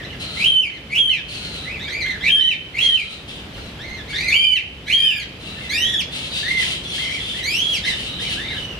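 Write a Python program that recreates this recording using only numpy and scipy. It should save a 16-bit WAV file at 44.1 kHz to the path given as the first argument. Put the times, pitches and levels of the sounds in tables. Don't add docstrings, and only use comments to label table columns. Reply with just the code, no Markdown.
import sys
import numpy as np
from scipy import signal
from scipy.fft import rfft, irfft, next_fast_len
from scipy.io import wavfile
from scipy.ndimage import uniform_filter1d, map_coordinates

SR = 44100
rng = np.random.default_rng(int(sys.argv[2]) if len(sys.argv) > 2 else 0)


def bounce(signal):
    frames = np.transpose(np.atleast_2d(signal))
    limited = np.clip(frames, -1, 1)
    pcm = np.round(limited * 32767).astype(np.int16)
    wavfile.write(sys.argv[1], SR, pcm)


N = 387638
TIME = np.arange(N) / SR

# [start t/s, climb t/s, hold t/s, fall t/s, low f/Hz, top f/Hz, break f/Hz,
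# level/dB, basic overtone level over the call level/dB]
CHIRPS = [ (-.04, .03, 0.014, 0.027, 1690, 2100, 2015, -42, -9),
          (.03, 0.017, 0.0086, 0.01, 1636, 1885, 1920, -45, 1),
          (.125, 0.0058, 0.0071, 0.02, 1560, 2040, 1800, -49.5, -2),
          (.7, 0.025, 0.036, 0.027, 1700, 2130, 2095, -45, 3),
          (1.09, 0.0142, .03, 0.078, 1644, 2080, 2038, -41, 6),
          (1.655, .06, 0.026, .042, 1880, 2536, 2513, -38, -6),
          (1.8, 0.071, 0.0097, 0.031, 1560, 2310, 2250, -44, 3.5),
          (2.05, .04, 0.051, 0.036, 1450, 1895, 1785, -43, -13),
          (2.21, 0.049, 0.024, 0.034, 1653, 1940, 1844, -40, 2),
          (2.36, .13, 0.028, 0.034, 1670, 1990, 1920, -39, 6),
          (2.78, .06, 0.07, 0.057, 1830, 2043, 1930, -42, 5),
          (3.79, 0.073, 0.075, 0.079, 1680, 2115, 2085, -46, 4),
          (4.08, .035, 0.057, 0.028, 1900, 2187, 2200, -43.5, 4),
          (4.87, .05, .22, 0.11, 1570, 1910, 1785, -44, 3.5),
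          (5.56, 0.058, 0.026, 0.067, 1616, 2170, 2110, -49.5, -3),
          (6.98, 0.081, 0.018, 0.046, 1816, 2190, 2180, -39.5, -5),
          (7.09, 0.05, 0.025, .04, 1925, 2210, 2113, -40, -4),
          (7.34, 0.067, 0.036, .03, 1750, 2030, 2000, -43.5, -2),
          (8.19, 0.069, 0.013, 0.056, 1580, 2353, 2260, -45.5, 7),
          (8.36, 0.13, 0.025, 0.033, 1545, 2200, 2100, -42, -3),
          (8.5, .02, .03, .05, 1520, 2050, 1900, -45, -1)]
PEEPS = [ (.055, 0.016, .06, 0.026, 2720, 2850, 2890, -42, -12),
         (1.79, .035, .015, 0.028, 3450, 3750, 3700, -38.5, 1),
         (2.05, 0.044, .015, 0.016, 2950, 3700, 3650, -37.5, 8),
         (2.21, .04, .015, .03, 3450, 3960, 3900, -32.5, -1),
         (7.19, 0.051, 0.097, 0.022, 3266, 3490, 3450, -35.5, -6),
         (7.9, 0.026, .22, 0.05, 2880, 2980, 2946, -42.5, -12),
         (8.06, 0.036, 0.13, .05, 3670, 3830, 3750, -37.5, -2),
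         (8.22, 0.041, 0.11, 0.056, 2850, 3010, 3000, -40, -10),
         (8.41, 0.054, .07, 0.0427, 3490, 3750, 3850, -34.5, -9),
         (8.56, 0.018, 0.13, .08, 2833, 3040, 2897, -36, -3)]
WHISTLES = [ (.367, .1, 0.16, .076, 2074, 3160, 2976, -11.5, 3),
            (.897, 0.091, .136, .058, 2134, 3287, 2988, -11, 1.5),
            (2.222, .09, .195, .05, 2005, 3170, 3020, -11, 1.5),
            (2.738, .084, .148, .068, 2060, 3328, 2949, -12.5, 3),
            (4.29, .068, .207, 0.049, 2050, 3129, 3034, -10, 2),
            (4.87, 0.074, 0.16, .07, 2150, 3235, 3030, -11.5, 3.5)]
HOARSE_CALLS = [ (1.88, .09, 0.037, 0.052, 1701, 2415, 2362, -25.5, -0.5),
                (2.02, 0.037, 0.045, 0.049, 1872, 2123, 2064, -26.5, -6),
                (4.13, .11, 0.045, .05, 1616, 2510, 2435, -24.5, 0),
                (7.835, 0.0436, 0.018, 0.078, 1732, 2070, 1968, -26, -1)]
REEDY_CALLS = [ (4.16, 0.26, 0.092, 0.074, 1760, 2401, 2340, -20, -4),
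               (4.86, .19, 0.12, 0.068, 1888, 2493, 2410, -23.5, 0.5),
               (5.71, .07, 0.15, 0.031, 1635, 1913, 1885, -28.5, 1.5),
               (6.425, .09, .105, 0.019, 1633, 2132, 1994, -21, -14)]
RISING_CALLS = [ (5.695, .185, .112, 0.033, 1920, 3484, 3370, -18, 0.44),
                (7.43, .215, .08, 0.064, 1903, 3370, 3280, -19.5, 1.8)]

CHIRP_SHAPE = dict(climb_bend=0.72, fall_bend=1.2, onset_db=3.5, fade_db=6.5, pure_db=2, landing=1.01)
WHISTLE_SHAPE = dict(climb_bend=1.7, fall_bend=0.51, onset_db=21, fade_db=22, pure_db=2, landing=1.01)
HOARSE_SHAPE = dict(climb_bend=0.92, fall_bend=0.54, onset_db=10.5, fade_db=28.5, pure_db=12.5, landing=1.03)
REEDY_SHAPE = dict(climb_bend=.8, fall_bend=1.8, onset_db=15, fade_db=6.5, pure_db=5, landing=0.97)
RISING_SHAPE = dict(climb_bend=0.97, fall_bend=0.99, onset_db=9.5, fade_db=12, pure_db=17, landing=1.02)

# [f/Hz, relative level/dB]
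CHIRP_OVERTONES = [(3000, 6), (4200, -10.5), (6000, -18.5), (9000, -39), (15000, -48)]
WHISTLE_OVERTONES = [(3800, -8.5), (5200, -30), (5900, -29), (6200, -39), (6600, -29), (7100, -30),
                     (7900, -43), (9500, -25.5), (11000, -40), (12600, -39.5), (15500, -36)]
REEDY_OVERTONES = [(3500, 4.5), (5000, -6.5), (6300, -9.5), (7600, -17), (10000, -16.5), (12500, -18.5),
                   (15500, -30)]
# [f/Hz, relative level/dB]
BREATH = [(1200, -24), (2500, 13), (4500, -3.5), (7000, -1), (10000, -7.5), (15000, -12)]

# [f/Hz, relative level/dB]
RUMBLE = [(20, -58), (38, -11.5), (58, -2), (90, -4), (150, -4.5), (300, -10.5), (520, -14), (1000, -21.5),
          (2000, -19.5), (3200, -18), (4300, -25.5), (6500, -36.5), (10000, -42), (15000, -47)]
# [t/s, level/dB]
RUMBLE_DB = [(0, -34), (7.4, -35), (8.3, -33)]
# [f/Hz, likeness 0-1]
LIKENESS = [(60, 1), (250, 0.96), (500, 0.86), (1500, 0.05), (5000, 0.12), (12000, .05)]

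# [start t/s, end t/s, level before the trim/dB, lower resonance f/Hz,
# upper resonance f/Hz, share of the ringing in the lower one 0-1]
HISSES = [ (0.201, 0.511, -35.5, 2950, 3980, 0.1), (1.283, 1.487, -37.5, 2947, 4280, .15),
          (1.444, 1.698, -38.5, 3040, 4004, 0.1), (2.798, 3.187, -37, 3180, 3990, 0.05),
          (3.281, 3.436, -41.5, 3115, 3670, 0.64), (3.54, 3.693, -45, 2900, 4100, .53),
          (4.097, 4.369, -43, 2930, 4440, .03), (5.402, 5.704, -40.5, 2720, 3750, 0.54),
          (6.115, 6.281, -34.5, 3474, 3884, 0.7), (6.305, 6.541, -32, 3680, 4420, 0.8),
          (6.558, 6.792, -30.5, 3270, 4080, 0.9), (6.835, 7.164, -32, 3230, 4000, 0.95),
          (7.186, 7.432, -32.5, 3244, 3760, 0.96), (7.49, 7.815, -34, 3086, 3940, 0.92),
          (7.843, 8.059, -33, 2954, 3630, 0.8), (8.061, 8.25, -35, 3000, 3750, 0.4),
          (8.214, 8.4, -33, 2960, 3760, 0.75), (8.422, 8.636, -38, 2920, 3755, 0.6)]
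# [f/Hz, relative level/dB]
RASP = [(900, -12), (1400, -14.5), (2000, -1), (2900, 9), (4300, 2), (5100, -4), (6000, -8.5), (7800, -4.5),
        (9400, -7.5), (11500, -18.5), (15000, -24)]

# [t/s, level/dB]
WING_AND_LANDING_PUFFS = [(3.58, -41), (3.66, -47), (3.74, -58), (3.82, -45), (3.9, -42), (3.98, -45),
                          (4.35, -34.5)]
# [f/Hz, relative level/dB]
PUFF_COLOUR = [(60, 3), (150, -6), (400, 1), (1000, -5.5), (4000, -13), (12000, -26)]


def from_db(db):
    return 10 ** (np.asarray(db) / 20)


def rms_one(x):
    return x / np.sqrt(np.mean(x ** 2) + 1e-20)


def at_hz(points, hz):
    freq, value = np.transpose(points)
    return np.interp(np.log(np.maximum(hz, 1)), np.log(freq), value)


def coloured(spectrum, size):
    padded = next_fast_len(size)
    hz = np.arange(padded // 2 + 1) * SR / padded
    white = rfft(rng.standard_normal(padded))
    return rms_one(irfft(white * from_db(at_hz(spectrum, hz)), padded)[:size])


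def drift(rate_hz, size):
    knots_per_s = rate_hz * 2
    knots = rng.standard_normal(int(size / SR * knots_per_s) + 4)
    return map_coordinates(knots, [1 + np.arange(size) / SR * knots_per_s], order=2)


def span(start, end):
    return slice(max(int(start * SR), 0), min(int(end * SR), N))


def gate(t, start, end, attack_s, release_s):
    opening = np.clip(np.minimum((t - start) / attack_s, (end - t) / release_s) + .5, 0, 1)
    return np.sin(opening * np.pi / 2) ** 2


def arch(t, row, climb_bend, fall_bend, onset_db, fade_db, pure_db, landing):
    start, climb_s, hold_s, fall_s, low_hz, top_hz, break_hz, db, reed_db = row
    climb = np.clip((t - start) / climb_s, 0, 1)
    hold = np.clip((t - start - climb_s) / hold_s, 0, 1)
    fall = np.clip((t - start - climb_s - hold_s) / fall_s, 0, 1)
    hz = low_hz + (top_hz - low_hz) * climb ** climb_bend
    hz = hz + (break_hz - top_hz) * hold ** 1.3
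    hz = hz + (landing * low_hz - break_hz) * fall ** fall_bend
    height = np.clip((hz - low_hz) / (top_hz - low_hz), 0, 1)
    level_db = db - onset_db * (1 - climb) ** 2 - fade_db * fall ** 2
    overtone_db = level_db + reed_db - pure_db * height ** 4.07
    return uniform_filter1d(hz, size=300), level_db, overtone_db


def rough_partial(k, phase, rough):
    scatter = rough * np.sqrt(k)
    beating = drift(260, len(phase)) + 1j * drift(260, len(phase))
    swing = (1 + scatter * beating) / np.sqrt(1 + 2 * scatter ** 2)
    return np.imag(swing * np.exp(1j * k * phase))


def calls(table, shape, overtones, slope_db, waver, warble, rise_rough, fall_rough,
          shimmer_db, hoarse, breath_db):
    out = np.zeros(N)
    for row in table:
        start, end = row[0], row[0] + sum(row[1:4])
        at = span(start - .006, end + .006)
        t = TIME[at]
        size = len(t)
        hz, fundamental_db, overtone_db = arch(t, row, **shape)
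        glide = np.clip(np.gradient(hz) * SR / 9000, -1, 1)
        rough = hoarse + np.abs(glide) * np.where(glide > 0, rise_rough, fall_rough)
        tremor = np.sin(2 * np.pi * np.cumsum(80 * (1 + 0.26 * drift(20, size))) / SR)
        wobble = waver * (drift(40.2, size) + tremor) + warble * drift(14, size)
        phase = 2 * np.pi * np.cumsum(hz * (1 + wobble)) / SR
        voice = rough * from_db(overtone_db + breath_db) * coloured(BREATH, size)
        for k in range(1, 7):
            level_db = fundamental_db
            if k > 1:
                level_db = overtone_db + at_hz(overtones, k * hz) + slope_db * (k - 2)
            fits = k * hz < SR / 2
            voice += from_db(level_db) * rough_partial(k, phase, rough) * fits
        shimmer = from_db(shimmer_db * drift(68.76, size))
        out[at] += np.sqrt(2) * voice * shimmer * gate(t, start, end, .012, .006)
    return out


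def chirps():
    return from_db(7.0) * calls(
        CHIRPS, CHIRP_SHAPE, CHIRP_OVERTONES, slope_db=-0.5, waver=.018, warble=.025,
        rise_rough=0.11, fall_rough=0.096, shimmer_db=1.5, hoarse=.24, breath_db=-19)


def place(x, bearing_deg, pan_db):
    ear_spacing_m, sound_speed_m_per_s = .12, 343
    lag_s = ear_spacing_m * np.sin(np.radians(bearing_deg)) / sound_speed_m_per_s
    right = map_coordinates(x, [np.arange(len(x)) - lag_s * SR], order=3)
    return np.array([x, right]) * from_db([[pan_db / 2], [-pan_db / 2]])


def aviary(x, early_db=0.5, early_t60_s=.2, late_db=-7.0, late_t60_s=.6, wall_cut_hz=7000):
    t = TIME[:SR]
    dulling = signal.butter(2, min(wall_cut_hz, SR / 3), fs=SR, output="sos")
    absorbed = signal.sosfilt(dulling, x + 1e-18)
    out = []
    for direct, thrown in zip(x, absorbed):
        sparse = rng.standard_normal(SR) * (rng.random(SR) < .03)
        early = sparse * from_db(-60 * t / early_t60_s) * (t > .002)
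        late = rng.standard_normal(SR) * from_db(-60 * t / late_t60_s) * (t > .012)
        echoes = from_db(early_db) * rms_one(early) + from_db(late_db) * rms_one(late)
        out.append(direct + signal.fftconvolve(thrown, echoes / np.sqrt(SR))[:N])
    return np.array(out)


def lingering_echo(x, ring_hz=3062, ring_t60_s=0.21, level_db=0.5):
    r = from_db(-60 / (ring_t60_s * SR))
    w = 2 * np.pi * ring_hz / SR
    feed = np.array([1, 0, -1]) * (1 - r * r) / 2
    return from_db(level_db) * signal.lfilter(feed, [1, -2 * r * np.cos(w), r * r], x + 1e-18)


def rumble():
    size = next_fast_len(N)
    hz = np.arange(size // 2 + 1) * SR / size
    alike = np.clip(at_hz(LIKENESS, hz), 0, 1)
    mid, side = rfft(rng.standard_normal((2, size))) * from_db(at_hz(RUMBLE, hz))
    both = np.sqrt(1 + alike) * mid + np.sqrt(1 - alike) * side * [[1], [-1]]
    noise = irfft(both, size)[:, :N]
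    return rms_one(noise) * from_db(np.interp(TIME, *np.transpose(RUMBLE_DB)))


def peeps():
    return from_db(-1.0) * calls(
        PEEPS, CHIRP_SHAPE, CHIRP_OVERTONES, slope_db=2.0, waver=0.0092, warble=0.0086,
        rise_rough=0.2, fall_rough=.15, shimmer_db=5.0, hoarse=0.41, breath_db=-15)


def resonance(centre_hz, width_hz):
    phase, size = 2 * np.pi * np.cumsum(centre_hz) / SR, len(centre_hz)
    skirt = drift(width_hz / 2, size) * np.cos(phase) + drift(width_hz / 2, size) * np.sin(phase)
    core = drift(60, size) * np.cos(phase) + drift(60, size) * np.sin(phase)
    return skirt + from_db(-5.0) * core


def begging(sag=.08, rattle_db=0.5, ringing_db=-1.2, undertone_db=-14.0, upper_db=-23.0,
            patchy_db=7.5, surge_db=1.0):
    out = np.zeros(N)
    for start, end, db, low_hz, high_hz, low_share in HISSES:
        at = span(start - .05, end + .1)
        t = TIME[at]
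        size = len(t)
        throat = 1 - sag * ((t - start) / (end - start) - .5) + 0.01824 * drift(18, size)
        low, high = from_db(ringing_db) * np.sqrt(np.clip([low_share, 1 - low_share], 0, 1))
        air = low * resonance(low_hz * throat, 450) + high * resonance(high_hz * throat, 620)
        air += high * from_db(undertone_db) * resonance(high_hz / 3 * throat, 203.1)
        for k, ratio in enumerate((1.4, 2.3, 2.65)):
            swell = from_db(upper_db - 11.0 * k + patchy_db * drift(9.9, size))
            air += swell * resonance(high_hz * ratio * throat, 940)
        air += from_db(patchy_db / 2 * drift(9.28, size)) * coloured(RASP, size)
        loudness = from_db(db + surge_db * drift(12, size) + rattle_db * drift(130, size))
        out[at] += air * loudness * gate(t, start, end, .025, .16)
    return from_db(-0.5) * out


def whistles():
    return from_db(-3.5) * calls(
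        WHISTLES, WHISTLE_SHAPE, WHISTLE_OVERTONES, slope_db=-1.0, waver=0.00936, warble=.008,
        rise_rough=0.82, fall_rough=0.19, shimmer_db=2.0, hoarse=0.045, breath_db=-21.5)


def hoarse_calls():
    return from_db(-2.0) * calls(
        HOARSE_CALLS, HOARSE_SHAPE, REEDY_OVERTONES, slope_db=-3.5, waver=0.0166, warble=0.018,
        rise_rough=0.35, fall_rough=0.12, shimmer_db=-2.5, hoarse=.26, breath_db=-17)


def wings_and_landing(puff_s=0.014):
    puffs = sum(from_db(db) * np.exp(-((TIME - s) / puff_s) ** 2) for s, db in WING_AND_LANDING_PUFFS)
    return puffs * coloured(PUFF_COLOUR, N)


def reedy_calls():
    return from_db(-5.0) * calls(
        REEDY_CALLS, REEDY_SHAPE, REEDY_OVERTONES, slope_db=-1.0, waver=0.0061, warble=0.00451,
        rise_rough=0.26, fall_rough=0.04, shimmer_db=4.0, hoarse=0.14, breath_db=-11)


def rising_calls():
    return from_db(-3.5) * calls(
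        RISING_CALLS, RISING_SHAPE, REEDY_OVERTONES, slope_db=-1.5, waver=0.0073, warble=.01,
        rise_rough=0.14, fall_rough=0.072, shimmer_db=1.0, hoarse=0.1, breath_db=-16)


def scene():
    birds = place(chirps() + peeps(), bearing_deg=1.7, pan_db=-1.5)
    birds += place(begging(), bearing_deg=33.8, pan_db=1.5)
    birds += place(whistles(), bearing_deg=4.5, pan_db=-1.8)
    birds += place(hoarse_calls() + reedy_calls() + rising_calls(), bearing_deg=1, pan_db=-1.5)
    birds += place(wings_and_landing(), bearing_deg=-3, pan_db=1.0)
    return aviary(birds) + lingering_echo(birds) + rumble()


def record(dry, threshold_db=-13.0, attack_s=0.014, recovery_db_per_s=17, cutoff_hz=15400):
    power = uniform_filter1d(np.mean(dry ** 2, axis=0), size=300)
    over_db = np.maximum(10 * np.log10(np.abs(power) + 1e-12) - threshold_db, 0)
    recovered_db = recovery_db_per_s * TIME
    held_db = np.maximum.accumulate(over_db + recovered_db) - recovered_db
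    keep = np.exp(-1 / (attack_s * SR))
    cut_db = signal.lfilter([1 - keep], [1, -keep], held_db)
    ducked = dry * from_db(-cut_db)
    return signal.sosfilt(signal.ellip(12, .1, 90, cutoff_hz, fs=SR, output="sos"), ducked)


dry = scene()
out = record(dry)
bounce(out)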